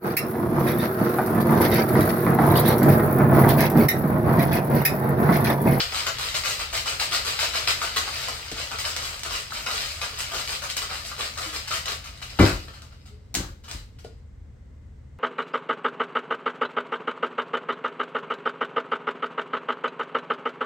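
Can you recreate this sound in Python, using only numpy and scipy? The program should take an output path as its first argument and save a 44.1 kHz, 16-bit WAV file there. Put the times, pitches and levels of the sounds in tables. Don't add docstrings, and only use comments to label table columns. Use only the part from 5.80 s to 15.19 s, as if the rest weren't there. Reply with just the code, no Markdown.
import sys
import numpy as np
from scipy import signal
from scipy.fft import rfft, irfft
from scipy.io import wavfile
from scipy.ndimage import uniform_filter1d

SR = 44100
rng = np.random.default_rng(int(sys.argv[2]) if len(sys.argv) > 2 else 0)


def transcribe(signal):
    frames = np.atleast_2d(signal).T
    limited = np.clip(frames, -1, 1)
    pcm = np.round(limited * 32767).astype(np.int16)
    wavfile.write(sys.argv[1], SR, pcm)


N = 414027
TIME = np.arange(N) / SR


def from_db(db):
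    return 10 ** (np.asarray(db) / 20)


def unit_energy(x):
    return x / np.sqrt(np.sum(x ** 2, axis=-1, keepdims=True) + 1e-20)


def at_hz(points, hz):
    known_hz, values = np.transpose(points)
    return np.interp(np.log(np.maximum(hz, 1)), np.log(known_hz), values)


def convolve(x, response):
    x, response = np.atleast_2d(np.float32(x), np.float32(response))
    return signal.oaconvolve(x, response, axes=-1)[:, :N]


def colour(x, spectrum, size=8192):
    gain = from_db(at_hz(spectrum, np.fft.rfftfreq(size, 1 / SR)))
    cepstrum = irfft(np.log(gain))
    cepstrum[1:size // 2] *= 2
    cepstrum[size // 2 + 1:] = 0
    return convolve(x, unit_energy(irfft(np.exp(rfft(cepstrum)))))


def clicks(at, sizes):
    return np.bincount(at, sizes, N)[:N]


def strikes(rows):
    s, db = np.transpose(rows)
    return clicks((s * SR).astype(int), from_db(db))


def ring(x, hz, t60):
    radius, angle = from_db(-60 / (t60 * SR)), 2 * np.pi * hz / SR
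    return signal.lfilter([0, np.sin(angle)], [1, -2 * radius * np.cos(angle), radius ** 2], x + 1e-18)


def body(x, modes):
    return sum((-1) ** k * from_db(db) * ring(x, hz, t60) for k, (hz, db, t60) in enumerate(modes))


# f/Hz, t60/s
ROOM_T60 = [(80, 0.27), (300, 0.32), (1000, 0.24), (3000, 0.29), (8000, 0.25), (16000, 0.3)]
def room(x, direct_db, left_db, port_gap_s=0.000515, late_db=-25, late_stretch=2.3):
    t = TIME[:SR * 3 // 4]
    hz = np.fft.rfftfreq(len(t), 1 / SR)
    mid, side = rfft(rng.standard_normal((2, len(t))))
    alike = 0.99 * np.sinc(2 * hz * port_gap_s)
    spectrum = np.sqrt(1 + alike) * mid + np.sqrt(1 - alike) * side * [[1], [-1]]
    edges_hz, tail = np.geomspace(30, 19000, 12), 0
    for low, high in zip(edges_hz, edges_hz[1:]):
        band = irfft(spectrum * (hz >= low) * (hz < high), len(t))
        fall_db = -60 * t / at_hz(ROOM_T60, np.sqrt(low * high))
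        tail += band * (from_db(fall_db) + from_db(late_db + fall_db / late_stretch))
    response = unit_energy(tail * (t > .001))
    response[[0, 1], [0, 3]] += from_db(direct_db)
    return convolve(x, unit_energy(response)) * from_db([[left_db], [-left_db]])


def swung(x, swings_per_s, direct_db, left_db, spots=10):
    position, heard = TIME * swings_per_s * spots, 0
    for k in range(spots):
        away = np.abs((position - k + spots / 2) % spots - spots / 2)
        heard += room(x * np.sqrt(np.maximum(1 - away, 0)), direct_db, left_db)
    return heard


# t/s, attack/s, length/s, level/dB, squareness/dB
JOLTS = [(0.0, 0.0027, 0.02, -22.5, 1), (0.119, 0.031, 0.076, -24.5, 0), (0.265, 0.002, 0.02, -21.5, 3.5),
         (0.382, 0.017, 0.092, -28.0, 0.5), (0.543, 0.005, 0.032, -22.5, -1.5),
         (0.634, 0.02, 0.069, -22.5, -2), (0.792, 0.01, 0.029, -25.5, 1.5),
         (0.928, 0.0077, 0.044, -22.5, -1.5), (1.057, 0.008, 0.051, -25, 0.5),
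         (1.196, 0.009, 0.035, -21.5, 1), (1.313, 0.02, 0.043, -19.5, -1), (1.448, 0.025, 0.053, -23, -0.5),
         (1.588, 0.004, 0.028, -21.5, 0.5), (1.627, 0.006, 0.022, -21.0, 0),
         (1.736, 0.0082, 0.041, -23.0, 0.5), (1.872, 0.023, 0.026, -14.5, -1.5),
         (2.014, 0.008, 0.031, -23.5, 3.5), (2.162, 0.0022, 0.023, -20, 1), (2.274, 0.004, 0.01, -34, 9.5),
         (2.483, 0.0024, 0.0083, -25, 2), (2.761, 0.03, 0.06, -28, -1.5), (2.91, 0.005, 0.03, -32.5, 5.5),
         (2.986, 0.002, 0.024, -26.5, -3.5), (3.042, 0.0077, 0.05, -26.0, 0.5),
         (3.16, 0.005, 0.034, -30.5, 2), (3.217, 0.002, 0.1, -31.5, 0), (3.449, 0.0027, 0.033, -31.5, 3),
         (3.497, 0.025, 0.065, -25.5, 0.5), (3.704, 0.028, 0.09, -30.5, 0.5),
         (3.861, 0.0027, 0.057, -28.5, 3), (3.901, 0.11, 0.13, -25.5, -3.5),
         (4.213, 0.0022, 0.033, -28, 3.5), (4.383, 0.0078, 0.028, -26.5, -3.5),
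         (4.51, 0.049, 0.075, -25, -0.5), (4.673, 0.091, 0.052, -22, -3.5),
         (4.818, 0.0056, 0.031, -27, 2.0), (4.89, 0.0081, 0.015, -25.0, -2.5),
         (4.965, 0.002, 0.022, -26, -1), (5.017, 0.002, 0.022, -27, 0.0), (5.09, 0.03, 0.067, -28.5, 1),
         (5.245, 0.006, 0.045, -34, -4.5), (5.314, 0.0023, 0.0061, -35, 8.5),
         (5.377, 0.074, 0.059, -24, -0.5), (5.571, 0.002, 0.088, -30.5, 1.5),
         (5.728, 0.019, 0.039, -26.5, -1), (5.875, 0.004, 0.013, -28, -2.5),
         (5.904, 0.015, 0.055, -24.5, -0.5), (6.054, 0.092, 0.05, -21.5, -1.0),
         (6.241, 0.0054, 0.029, -37, 0), (6.417, 0.0022, 0.014, -32.5, 1),
         (6.496, 0.006, 0.0077, -38, -4.5), (6.589, 0.0041, 0.03, -20, 7.5), (6.641, 0.002, 0.046, -24, 6),
         (6.878, 0.0036, 0.013, -42.5, 4.5), (6.932, 0.004, 0.033, -44.5, 4), (7.017, 0.004, 0.037, -51, 5),
         (7.121, 0.004, 0.012, -50, 4.5), (7.256, 0.002, 0.024, -49.5, 2.0), (7.553, 0.004, 0.074, -42, 7),
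         (7.838, 0.005, 0.028, -46.5, 1), (7.88, 0.0015, 0.069, -40.5, 2),
         (8.187, 0.002, 0.012, -47.5, -1.5), (8.243, 0.0025, 0.0072, -49, 2)]
# level/dB, share of squareness, multiple of attack
JOLT_RESPONSE = [(-12.5, 1.25, .3), (-9, 1.17, .35), (-1.08, -0.15, 1.0), (-6.5, -0.46, 1.7)]
# t/s, level/dB
SLIDE = [(0.0, -36.5), (0.9, -38.5), (1.8, -33.5), (2.1, -35), (2.4, -30), (2.53, -34.5), (2.619, -37.5),
         (3.1, -39), (3.4, -45), (4.45, -36.0), (4.85, -44.5), (5.7, -40), (6.35, -49), (6.75, -39.5),
         (6.92, -56), (7.3, -65), (7.42, -71.5), (8.4, -70.5)]
SLIDE_SHARE_DB = [-13, -10.5, -2, -9]
def impacts(part, per_s, spread_db, sharp_attack_s=0.0019, follow_s=.003):
    slide_s, slide_db = np.transpose(SLIDE)
    part_db, square_share, slowness = JOLT_RESPONSE[part]
    sliding = from_db(np.interp(TIME, slide_s, slide_db) + SLIDE_SHARE_DB[part])
    power = sliding ** 2 * (TIME < slide_s[-1])
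    lands = rng.random(N) < per_s / SR
    t = TIME[:SR // 2]
    for s, attack, length, db, square_db in JOLTS:
        start = round(s * SR)
        peak = from_db(db + part_db + square_share * square_db) ** 2
        rise = 1 - np.exp(-t / (slowness * attack))
        power[start:start + len(t)] += peak * rise * np.exp(-(t / length) ** 2)
        power[start] += peak * sharp_attack_s ** 2 / attack * SR
        lands[[start, start + int(follow_s * SR)]] = True
    at = np.flatnonzero(lands)
    hardness = from_db(spread_db * np.clip(rng.standard_normal(len(at)), -2, 2))
    hardness /= np.sqrt(uniform_filter1d(hardness ** 2, size=5))
    return at, np.sqrt(np.add.reduceat(power, at)) * hardness


def rattle(hits, low_hz, high_hz, t60, tick_db, ring_count):
    at, sizes = hits
    t = TIME[:SR // 40]
    pitches = rng.uniform(low_hz, high_hz, (len(at), ring_count, 1))
    rings = np.sin(2 * np.pi * pitches * t).sum(axis=1) * from_db(-60 * t / t60)
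    clinks = unit_energy(rings) * np.sqrt((high_hz - low_hz) / (SR / 2))
    tick = from_db(tick_db)
    clinks[:, 0] += tick
    signed_sizes = sizes * rng.choice([-1, 1], len(at)) / np.hypot(1, tick)
    samples = at[:, None] + np.arange(len(t))
    return clicks(samples.ravel(), (clinks * signed_sizes[:, None]).ravel())


# f/Hz, level/dB
SLOSH = [(150, -26), (300, -11), (420, -6.5), (560, 0.5), (720, 0), (930, -2), (1200, 1), (2500, -50.5)]
END_CAP = [(500, -25), (850, -17), (1050, -9.5), (1250, -2), (1470, -3), (1750, -6.5), (2100, -20),
           (4000, -44)]
WALL = [(1000, -23.5), (1600, -9), (1950, -1.5), (3050, 1.5), (3520, -1.5), (4120, 3.5), (4450, 0),
        (4950, 4), (5500, -3), (6300, -27.5), (12000, -46)]
SPLINTERS = [(3000, -22), (5000, -7.5), (5900, -1), (8300, 0), (9600, -11.5), (11500, -10), (13000, -10.5),
             (16000, -15.5)]
def shaken_ice():
    slosh = rattle(impacts(part=0, per_s=280, spread_db=6.5),
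                   low_hz=294, high_hz=1220, t60=0.013, tick_db=0.5, ring_count=3)
    cap = rattle(impacts(part=1, per_s=330, spread_db=3.5),
                 low_hz=900, high_hz=1992, t60=0.016, tick_db=-4.5, ring_count=3)
    wall = rattle(impacts(part=2, per_s=300, spread_db=4.5),
                  low_hz=1565, high_hz=5960, t60=0.014, tick_db=1, ring_count=4)
    splinters = rattle(impacts(part=3, per_s=480, spread_db=5),
                       low_hz=5000, high_hz=16000, t60=.0045, tick_db=3, ring_count=2)
    mix = (from_db(-1.35) * colour(slosh, SLOSH) + from_db(1) * colour(cap, END_CAP)
           + from_db(-0.21) * colour(wall, WALL) + from_db(0.6) * colour(splinters, SPLINTERS))
    return swung(mix, swings_per_s=2.8, direct_db=-7, left_db=1.33)


# f/Hz, level/dB
RUMBLE = [(15, -52), (28, -6.5), (45, -2), (78, -2.5), (105, -7), (130, -4.5), (155, -19.5), (205, -16.5),
          (285, -24), (600, -81)]
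HISS = [(100, 3), (300, -2.5), (450, 0.5), (750, -11), (1850, -14.5), (2090, -10.5), (2250, -19.5),
        (4500, -25), (8400, -27), (9400, -39.5), (16000, -41)]
def ventilation(hum_hz=75.1, side_db=-19):
    mid, side = rng.standard_normal((2, N))
    rumble = colour(mid + from_db(side_db) * side * [[1], [-1]], RUMBLE)
    hiss = colour(rng.standard_normal((2, N)) + 0.49 * rng.standard_normal(N), HISS)
    hum = np.sqrt(2) * np.sin(2 * np.pi * hum_hz * TIME)
    mix = from_db(-46) * rumble + from_db(-60) * hiss + from_db(-50) * hum
    return mix * from_db([[.5], [-.5]])


# t/s, level/dB
CRACKS = [(.3856, -8), (1.4502, -5), (2.7163, -5), (2.9164, -9), (3.1648, 2), (3.3943, -7.5), (3.4342, -1),
          (4.405, -1), (4.5367, -8.5), (4.9682, 1), (5.9096, -5.5), (6.5057, -15.5), (7.0209, -18),
          (7.551, 5.5), (7.9133, -7), (8.2471, -22.5)]
# f/Hz, level/dB
CRACK_COLOUR = [(300, -14), (1000, -4), (4000, 0.5), (8000, -1.5), (10000, -13), (16000, -20.5)]
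def steel_cracks():
    return room(colour(strikes(CRACKS), CRACK_COLOUR), direct_db=-2, left_db=1)


# t/s, level/dB
CLACKS = [(2.024, -29), (2.916, -35), (5.58, -33), (5.909, -25)]
# f/Hz, level/dB, t60/s
CAP_MODES = [(1190, -6, .06), (1249, 0, .09), (1337, 0, .09), (1440, -3, .07), (2563, -8, .05),
             (2650, -9, .05)]
def cap_clacks():
    return room(body(strikes(CLACKS), CAP_MODES), direct_db=-3, left_db=1.2)


# t/s, level/dB, softness of the contact/s
KNOCKS = [(2.717, -27, 0.00048), (6.59, -0.5, 0.00043), (6.6008, -1, 0.00016), (6.621, -4, 0.0003),
          (6.633, -7.5, 0.00021), (6.649, -20.5, 0.00024), (6.722, -9.5, .002), (7.551, -31, 0.00037),
          (7.562, -19.5, 0.00052), (7.58, -19, 0.00067), (7.597, -21, 0.0003), (7.69, -25, 0.0014),
          (7.94, -20, 0.0013)]
# f/Hz, level/dB, t60/s
COUNTER_MODES = [(45.9, -12.5, 0.37), (79, -11, 0.26), (102, -13.5, 0.17), (128, -8.5, 0.088),
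                 (184, -8, 0.087), (256.15, -1, 0.039), (281.2, -1, 0.064), (338.3, -7, 0.12),
                 (397, -11, .08), (507, -10, 0.07), (542.5, -15, 0.18), (596, -15.5, 0.11),
                 (819, -13, 0.059), (1010, -15.5, 0.11), (1096, -17.5, .12), (1284, -24.5, .08),
                 (1430, -31, .14), (1674, -11, 0.085), (2030, -5.5, .12), (2325, -3, 0.076)]
def counter_knocks():
    force = np.zeros(N)
    for s, db, softness in KNOCKS:
        age = np.maximum(TIME - s, 0) / softness
        push = age * np.exp(-np.minimum(age, 50))
        force += from_db(db) * push / push.sum()
    return room(body(force, COUNTER_MODES), direct_db=6, left_db=1.2)


# t/s, level/dB
POPS = [(2.717, -29.5), (8.247, -30.5)]
# f/Hz, level/dB, t60/s
CAVITY_MODES = [(453, 1, 0.041), (621, -5.5, 0.039), (716, -4, 0.038), (1438, -21, 0.19)]
def air_pops():
    return body(strikes(POPS), CAVITY_MODES)


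# t/s, level/dB, decay/s
SLAPS = [(4.968, -24, .005), (7.542, -20, 0.0041), (7.5513, -16.5, 0.0026), (7.912, -38, 0.014)]
# f/Hz, level/dB
PALM_COLOUR = [(500, -5.5), (2000, -3.5), (2800, -7), (4000, 0.5), (8300, 2.5), (9600, -9), (16000, -9)]
def palm_slaps():
    contact = np.zeros(N)
    for s, db, decay in SLAPS:
        age = np.clip((TIME - s) / decay, 0, 20)
        contact += from_db(db) * (TIME >= s) * np.exp(-age)
    return room(colour(contact * rng.standard_normal(N), PALM_COLOUR), direct_db=-0.5, left_db=2.8)


# t/s, f/Hz, level/dB, time to peak/s
GULPS = [(5.659, 314, -38.5, 0.01), (7.307, 419, -51, 0.039)]
def liquid_gulps():
    gulps = np.zeros(N)
    for s, hz, db, peak_s in GULPS:
        age = np.maximum(TIME - s, 0) / peak_s
        gulps += from_db(db) * age * np.exp(1 - age) * np.sin(2 * np.pi * hz * (TIME - s))
    return gulps


def scene():
    shaker = shaken_ice() + counter_knocks() + steel_cracks()
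    hollow = room(air_pops() + liquid_gulps(), direct_db=4, left_db=2.2)
    return shaker + hollow + palm_slaps() + ventilation() + cap_clacks()


def record(dry, low_cut_hz=24, high_cut_hz=16100):
    low_cut = signal.butter(2, low_cut_hz, "high", fs=SR, output="sos")
    high_cut = signal.ellip(12, .1, 90, high_cut_hz, fs=SR, output="sos")
    rounded = np.tanh(signal.sosfilt(low_cut, dry))
    return signal.sosfilt(high_cut, rounded)


dry = scene()
out = record(dry)
transcribe(out)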